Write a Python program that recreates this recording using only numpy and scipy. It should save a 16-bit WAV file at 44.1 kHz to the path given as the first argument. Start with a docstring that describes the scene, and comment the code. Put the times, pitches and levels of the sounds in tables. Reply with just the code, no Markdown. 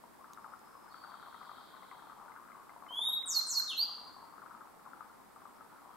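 """Frogs croak in throbbing bursts on the left, over a low rumble and soft microphone hiss.
Each croak is a few throat pulses ringing a vocal sac. A twig ticks; far birds give faint held
notes and a trill, blurred by the trees. About 3 s in, the main source, a small bird in a thicket,
sings four quick slurred whistles: near-sine glides that echo off trunks and leaves."""
import sys
import numpy as np
from scipy import signal
from scipy.fft import rfft, irfft
from scipy.io import wavfile
from scipy.ndimage import uniform_filter1d

SR = 44100
rng = np.random.default_rng(int(sys.argv[2]) if len(sys.argv) > 2 else 0)


def output_pcm(signal):
    """Save a mono or channel-first signal as 16-bit PCM at the path in sys.argv[1].

    Samples are clipped to [-1, 1] before scaling.
    """
    pcm = np.clip(np.atleast_2d(signal).T, -1, 1) * 32767
    wavfile.write(sys.argv[1], SR, np.round(pcm).astype(np.int16))


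N = 262836

# rumble and hiss (frequency [Hz], relative density [dB])
NOISE_SPECTRUM = [(25, -23.5), (60, -17), (114, -16.5), (231, -7), (548, -12), (1100, -9), (2100, -19.5),
                  (2780, -27), (4940, -27), (6250, -31), (8110, -26), (11000, -28), (13400, -27),
                  (15600, -32)]
# noise width (frequency [Hz], side over mid [dB])
NOISE_SIDE = [(30, 11), (70, -0.5), (350, 1.7), (1000, -2.0), (14000, -1.3)]
# echo decay (frequency [Hz], T60 [s])
ECHO_T60 = [(1000, 1), (3000, 0.7), (4700, 0.82), (7000, 0.74), (12000, 0.28)]
# far birds (start [s], end [s], start pitch [Hz], end pitch [Hz], start level [dB], end level [dB])
HELD_NOTES = [(0.148, 0.937, 5200, 5090, -85.5, -77), (0.885, 0.908, 4310, 4460, -69, -63),
              (.905, 1.11, 4530, 4596, -63, -76), (5.21, 5.278, 5150, 5070, -87, -91),
              (5.294, 5.38, 8700, 8760, -78, -83), (5.42, 5.523, 8400, 8340, -78, -85),
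              (5.87, 5.96, 3210, 3180, -78, -82)]
# twig (time [s], level [dB], ring [Hz])
TWIG_TICKS = [(.334, -48.5, 6400), (0.345, -57, 3800), (.592, -60, 7140), (5.565, -61.5, 5370)]
# near frogs (time [s], peak [dB], pitch [Hz], fade per pulse [dB])
NEAR_CROAKS = [(0.038, -46, 956, 18), (0.307, -46, 1135, 23), (0.374, -43, 1323, 4),
               (0.444, -41, 1342, 1.5), (0.521, -47.5, 1238, 0.5), (0.536, -42.5, 1345, 9),
               (0.672, -50, 1200, 15), (0.752, -48, 1093, 14), (0.862, -49, 1130, 11),
               (0.943, -42, 1320, 7), (1.017, -50, 1086, 5), (1.039, -42.5, 1390, 3.5),
               (1.109, -46, 1040.0, 2), (1.141, -41, 1312, 5), (1.226, -46, 1194, 8), (1.272, -44, 1055, 3),
               (1.344, -41.5, 1257, 19), (1.411, -46.5, 1176, -2), (1.493, -41.5, 1200, 15),
               (1.515, -42.5, 1145, 17), (1.582, -47, 1306, 16), (1.74, -46, 1107, 13),
               (1.823, -44.5, 1100, 3), (1.914, -45.5, 1055, 4), (2.022, -46, 1020.0, 6),
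               (2.097, -44, 1253, 14), (2.212, -47, 984, 16), (2.316, -60, 1110, -3), (2.693, -45, 1168, 7),
               (2.762, -43.5, 940, 8), (2.823, -42.5, 1117, 3), (2.866, -48.5, 1195, 8.0),
               (2.907, -41, 1013, 6), (2.991, -39.5, 940, 7.5), (3.088, -40.5, 951.2, 13),
               (3.411, -43.5, 1314, 15), (3.626, -49, 1256, 13), (3.816, -48, 934, 12),
               (3.892, -45.5, 1100, 21), (3.98, -46, 1140, 20), (4.005, -51.5, 972, -6),
               (4.07, -47.5, 1050.0, 4.0), (4.165, -44.5, 1070, 6), (4.227, -45.5, 940, 4),
               (4.337, -47, 1115, 13), (4.381, -43, 1246, 12), (4.418, -43, 1340, -2),
               (4.461, -44, 1280, 32), (4.51, -45.5, 1312, 7), (4.548, -44.5, 1274, 8.0),
               (4.609, -45, 1333, 3), (4.861, -45.5, 1130, 2.0), (4.933, -42, 1367, 12),
               (5.007, -39.5, 1230, 22), (5.361, -46.5, 1210, 5), (5.418, -47.5, 1090, 14),
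               (5.454, -43, 1186, 8), (5.608, -43.5, 1262, 9), (5.906, -46, 1040, 19)]
# smaller frog (time [s], peak [dB])
FROG_KNOCKS = [(1.344, -59), (1.428, -56), (1.516, -61), (1.677, -70), (1.75, -61), (1.831, -55),
               (1.912, -49), (2.319, -54), (2.518, -53), (2.694, -53), (2.865, -53.5), (3.041, -55),
               (3.225, -52.5), (3.406, -52.5), (3.599, -57)]
# weaker frogs (time [s], typical peak [dB], centre pitch [Hz])
CHORUS_CONTOUR = [(0.0, -76, 920), (0.25, -52, 1140), (0.48, -56, 1110), (0.78, -56, 1119),
                  (1.29, -50.5, 1163), (1.68, -54.5, 1104), (2.14, -52, 1102), (2.51, -49, 1204),
                  (2.75, -57, 1070), (3.141, -53.5, 1051), (3.6, -49, 1189), (3.92, -55, 1078),
                  (4.45, -53.5, 1150), (4.71, -57, 1020), (4.98, -54, 1095), (5.28, -61, 983),
                  (5.59, -55.5, 1122), (5.96, -52, 1028)]
# singer's overtones (multiple, level before the beak [dB])
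VOICE_OVERTONES = [(2, 0.5), (3, 3.5), (4, -9)]
# open beak's response to overtones (frequency [Hz], gain [dB])
BEAK_GAIN = [(6000, -36), (7500, -32), (8600, -30.5), (9600, -32.5), (11300, -18), (12800, -17.5),
             (14300, -26), (15600, -36)]
# three slurs (time into slur [s], pitch [Hz], relative level [dB])
RISE = [(0, 3015, -31), (0.023, 3090, -16), (.068, 3297, -7.5), (0.117, 3478, -2.5), (.168, 3676, -4),
        (.208, 3768, 0.5), (.263, 3812, -4), (.276, 3560, -23.5)]
FALL = [(0, 10450, -42), (.007, 9150, -19), (.027, 7886, -13.5), (0.046, 7090, -7.5), (0.076, 5536, -10),
        (.088, 4770, -14.5), (.099, 4350, -8), (0.139, 4166, -1.5), (0.146, 4100, -14)]
DIP = [(0, 3760, -15), (.018, 3720, -6), (.032, 3310, -1), (.05, 2780, -9), (.072, 2616, -19.5),
       (.086, 2924, -32), (.093, 3764, -9.5), (.108, 4177, 1.5), (.136, 4580, -0.5), (.156, 4788, 0),
       (.167, 4680, -0.5)]
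# whistles (start [s], slur, level [dB])
SONG = [(2.882, RISE, -35.5), (3.253, FALL, -30), (3.46, FALL, -31), (3.674, DIP, -37.5)]

NOISE_RMS_DB, CUTOFF_HZ = -59.5, 15750
TRILL_RATE_HZ, TRILL_HIGH_HZ, TRILL_LOW_HZ = 19, 5120, 3040
TRILL_START_S, TRILL_END_S, TRILL_DB, TRILL_SWELL_DB = 0.9, 2.07, -74.5, 7
SLACK_SAC_HZ, KNOCK_HZ, KNOCK_CLIMB_HZ_PER_S = 905, 2014, 48
FROG_PAN_DB, CHORUS_PAN_DB, PAN_SPREAD_DB, CHORUS_CALLS = 9.5, 7, 1, 900
WARBLE_RATE_HZ, WARBLE_DEPTH_HZ, WARBLE_FROM_HZ, WARBLE_FULL_HZ = 170.6, 537, 5400, 6500


def undb(db):
    """Decibels to gain."""
    return 10 ** (np.asarray(db) / 20)


def curve_at(table, hz):
    """Interpolate (frequency [Hz], value) on a log axis."""
    table_hz, values = np.transpose(table)
    return np.interp(np.log(hz + 1), np.log(table_hz), values)


def pan(x, db):
    """Place by left minus right level."""
    return x * undb(np.array([[db / 2], [-db / 2]]))


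def add(out, start_s, sound):
    """Mix a sound in at start_s."""
    i = int(start_s * SR)
    out[..., i:i + sound.shape[-1]] += sound[..., :N - i]


def rumble_and_hiss():
    """Steady coloured mid/side noise; the deepest rumble is mostly side."""
    hz = np.arange(N // 2 + 1) * SR / N
    mid, side = (irfft(rfft(rng.standard_normal(N)) * undb(curve_at(NOISE_SPECTRUM, hz) + db), N)
                 for db in (0, curve_at(NOISE_SIDE, hz)))
    noise = pan(np.array([mid + side, mid - side]), -0.88)
    return noise * undb(NOISE_RMS_DB) / np.sqrt(np.mean(noise ** 2))


def tree_echoes(dry, gap_s, scatter_db, common_gain):
    """Echoes off trunks and leaves: uneven, then a smooth wash; each band has its own decay."""
    t = np.arange(int(1.2 * SR)) / SR
    common, left, right = rng.standard_normal((3, len(t)))
    clumps = np.repeat(rng.standard_normal(len(t) // 64 + 1), 64)[:len(t)] * np.exp(-t / .04)
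    spectrum = rfft((common_gain * common + np.array([left, right])) * undb(scatter_db * clumps))
    hz = np.arange(len(t) // 2 + 1) * SR / len(t) + 1
    tail = 0
    for centre_hz in 500 * 2. ** np.arange(0, 5.1, .5):
        band = np.clip(1 - 2 * abs(np.log2(hz / centre_hz)), 0, 1)
        tail += irfft(spectrum * band, len(t)) * undb(-60 * t / curve_at(ECHO_T60, centre_hz))
    tail *= 1 - np.exp(-(t / gap_s) ** 2)  # gap to the nearest trunks
    tail /= np.sqrt(np.sum(tail ** 2) / 2)
    return signal.fftconvolve(dry[None], tail, axes=1)[:, :N]


def far_birds():
    """Wavering held notes and an uneven trill of falling slurs."""
    out = np.zeros(N)
    for start_s, end_s, from_hz, to_hz, from_db, to_db in HELD_NOTES:
        count = int((end_s - start_s) * SR)
        waver = 1 + 0.16 * uniform_filter1d(rng.standard_normal(count), size=600)
        hz = np.linspace(from_hz, to_hz, count) * waver
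        note = np.sin(2 * np.pi * np.cumsum(hz) / SR) * signal.windows.tukey(count, .2)
        add(out, start_s, np.sqrt(2) * note * undb(np.linspace(from_db, to_db, count)))
    t = np.arange(int(SR / TRILL_RATE_HZ)) / SR
    starts_s = np.arange(TRILL_START_S, TRILL_END_S, 1 / TRILL_RATE_HZ)
    for start_s, (late, high, size) in zip(starts_s, rng.standard_normal((40, 3))):
        top_hz = TRILL_HIGH_HZ * (1 + 0.063 * high)
        hz = TRILL_LOW_HZ + (top_hz - TRILL_LOW_HZ) * (1 - t / t[-1]) ** 1.5
        slur = np.sin(2 * np.pi * np.cumsum(hz) / SR) * signal.windows.tukey(len(t), .4)
        progress = (start_s - TRILL_START_S) / (TRILL_END_S - TRILL_START_S)
        swell_db = TRILL_SWELL_DB * np.sin(np.pi * progress ** 0.68)
        add(out, start_s + .006 * late, np.sqrt(2) * slur * undb(TRILL_DB + swell_db + 1.9 * size))
    return out


def twig(t60_s=0.011):
    """Dry ticks: a broadband crack with a very short ring."""
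    out, t = np.zeros(N), np.arange(int(0.012 * SR)) / SR
    for start_s, db, ring_hz in TWIG_TICKS:
        crack = 0.91 * rng.standard_normal(len(t))
        ring = np.sin(2 * np.pi * ring_hz * t)
        add(out, start_s, (ring + crack) * undb(db - 60 * t / t60_s))
    return out


def croak(hz, jitter, t60_s, under_db, spacing_cycles=0, fade_db=0, sag=0):
    """One throat pulse per jitter row rings two sac modes; pitch and level sag as the sac slackens."""
    t = np.arange(int(.025 * SR)) / SR
    out = np.zeros(int(.07 * SR))
    envelope = undb(-60 * t / t60_s) * (1 - np.exp(-(t * hz / .9) ** 2))
    for k, (late, size) in enumerate(jitter):
        pulse_hz = SLACK_SAC_HZ + (hz - SLACK_SAC_HZ) * (1 - sag) ** k
        phase = 2 * np.pi * pulse_hz * t
        modes = np.sin(phase) + undb(under_db) * np.sin(.77 * phase)
        start_s = max(spacing_cycles / hz * (k + .15 * late * (k > 0)), 0)
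        pulse_db = -fade_db * k + 1.5 * size * (k > 0)
        add(out, start_s, modes * envelope * undb(pulse_db))
    return out / abs(out).max()


def frogs():
    """Three-pulse near croaks, single high knocks and a randomly timed two-pulse chorus."""
    out = np.zeros((2, N))
    for start_s, db, hz, fade_db in NEAR_CROAKS:
        jitter = rng.standard_normal((4, 2))
        call = croak(hz, jitter[:3], t60_s=0.025, under_db=-8,
                     spacing_cycles=11.5, fade_db=max(fade_db, 0), sag=0.35)
        add(out, start_s, pan(undb(db) * call, FROG_PAN_DB + PAN_SPREAD_DB * jitter[3, 0]))
    for start_s, db in FROG_KNOCKS:
        hz = KNOCK_HZ + KNOCK_CLIMB_HZ_PER_S * (start_s - FROG_KNOCKS[0][0])
        knock = croak(hz, [(0, 0)], t60_s=0.028, under_db=-7)
        add(out, start_s, pan(undb(db) * knock, FROG_PAN_DB))
    times_s, chorus_db, centre_hz = np.transpose(CHORUS_CONTOUR)
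    for start_s in rng.random(CHORUS_CALLS) * (N - 1) / SR:
        jitter = rng.standard_normal((4, 2))
        size, (detune, side) = jitter[2, 0], jitter[3]
        hz = np.interp(start_s, times_s, centre_hz) * np.exp(0.1804 * np.clip(detune, -1.6, 1.6))
        db = np.interp(start_s, times_s, chorus_db) + 2.7 * np.clip(size, -3, 1.2)
        call = croak(hz, jitter[:2], t60_s=0.018, under_db=-17.5,
                     spacing_cycles=9.5, fade_db=5.5, sag=0.16)
        add(out, start_s, pan(undb(db) * call, CHORUS_PAN_DB + PAN_SPREAD_DB * side))
    return out


def singer(edge_s=0.0019):
    """Near-sine voice with a fast warble at high pitch; the beak favours overtones near 12 kHz."""
    out = np.zeros(N)
    for start_s, slur, level_db in SONG:
        times_s, pitch_hz, contour_db = np.transpose(slur)
        t = np.arange(0, times_s[-1], 1 / SR)
        glide_hz = np.interp(t, times_s, pitch_hz)
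        height = np.clip((glide_hz - WARBLE_FROM_HZ) / (WARBLE_FULL_HZ - WARBLE_FROM_HZ), 0, 1)
        onset = np.clip(t / times_s[1], 0, 1)
        warble = height * onset * np.cos(2 * np.pi * WARBLE_RATE_HZ * (t - times_s[1]))
        hz = glide_hz - WARBLE_DEPTH_HZ * warble
        phase = 2 * np.pi * np.cumsum(hz) / SR
        tone = np.sin(phase)
        for k, db in VOICE_OVERTONES:
            in_band = k * hz < .45 * SR
            tone += in_band * undb(db + curve_at(BEAK_GAIN, k * hz)) * np.sin(k * phase)
        swell = 1 + 0.28 * warble  # louder in each pitch trough
        edges = np.clip(np.minimum(t, times_s[-1] - t) / edge_s, 0, 1)
        envelope = swell * edges * undb(level_db + np.interp(t, times_s, contour_db))
        add(out, start_s, np.sqrt(2) * tone * envelope)
    return out


def scene():
    """Singer and frogs direct and echoed, far birds echoed only, twig and noise dry."""
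    song, croaks = singer(), frogs()
    song_echo = tree_echoes(undb(2) * song, gap_s=0.0012, scatter_db=7, common_gain=1.1)
    far_echo = tree_echoes(far_birds(), gap_s=0.0053, scatter_db=-1, common_gain=0.78)
    frog_echo = tree_echoes(croaks.mean(axis=0), gap_s=0.018, scatter_db=-15, common_gain=0.98)
    background = far_echo + twig() + rumble_and_hiss()
    return background + croaks + pan(undb(-7.5) * frog_echo, 3.1) + pan(song, .4) + pan(song_echo, 0.71)


def record(dry):
    """The recorder's steep low-pass."""
    return signal.sosfilt(signal.ellip(10, .2, 70, CUTOFF_HZ, fs=SR, output="sos"), dry)


dry = scene()
out = record(dry)
output_pcm(out)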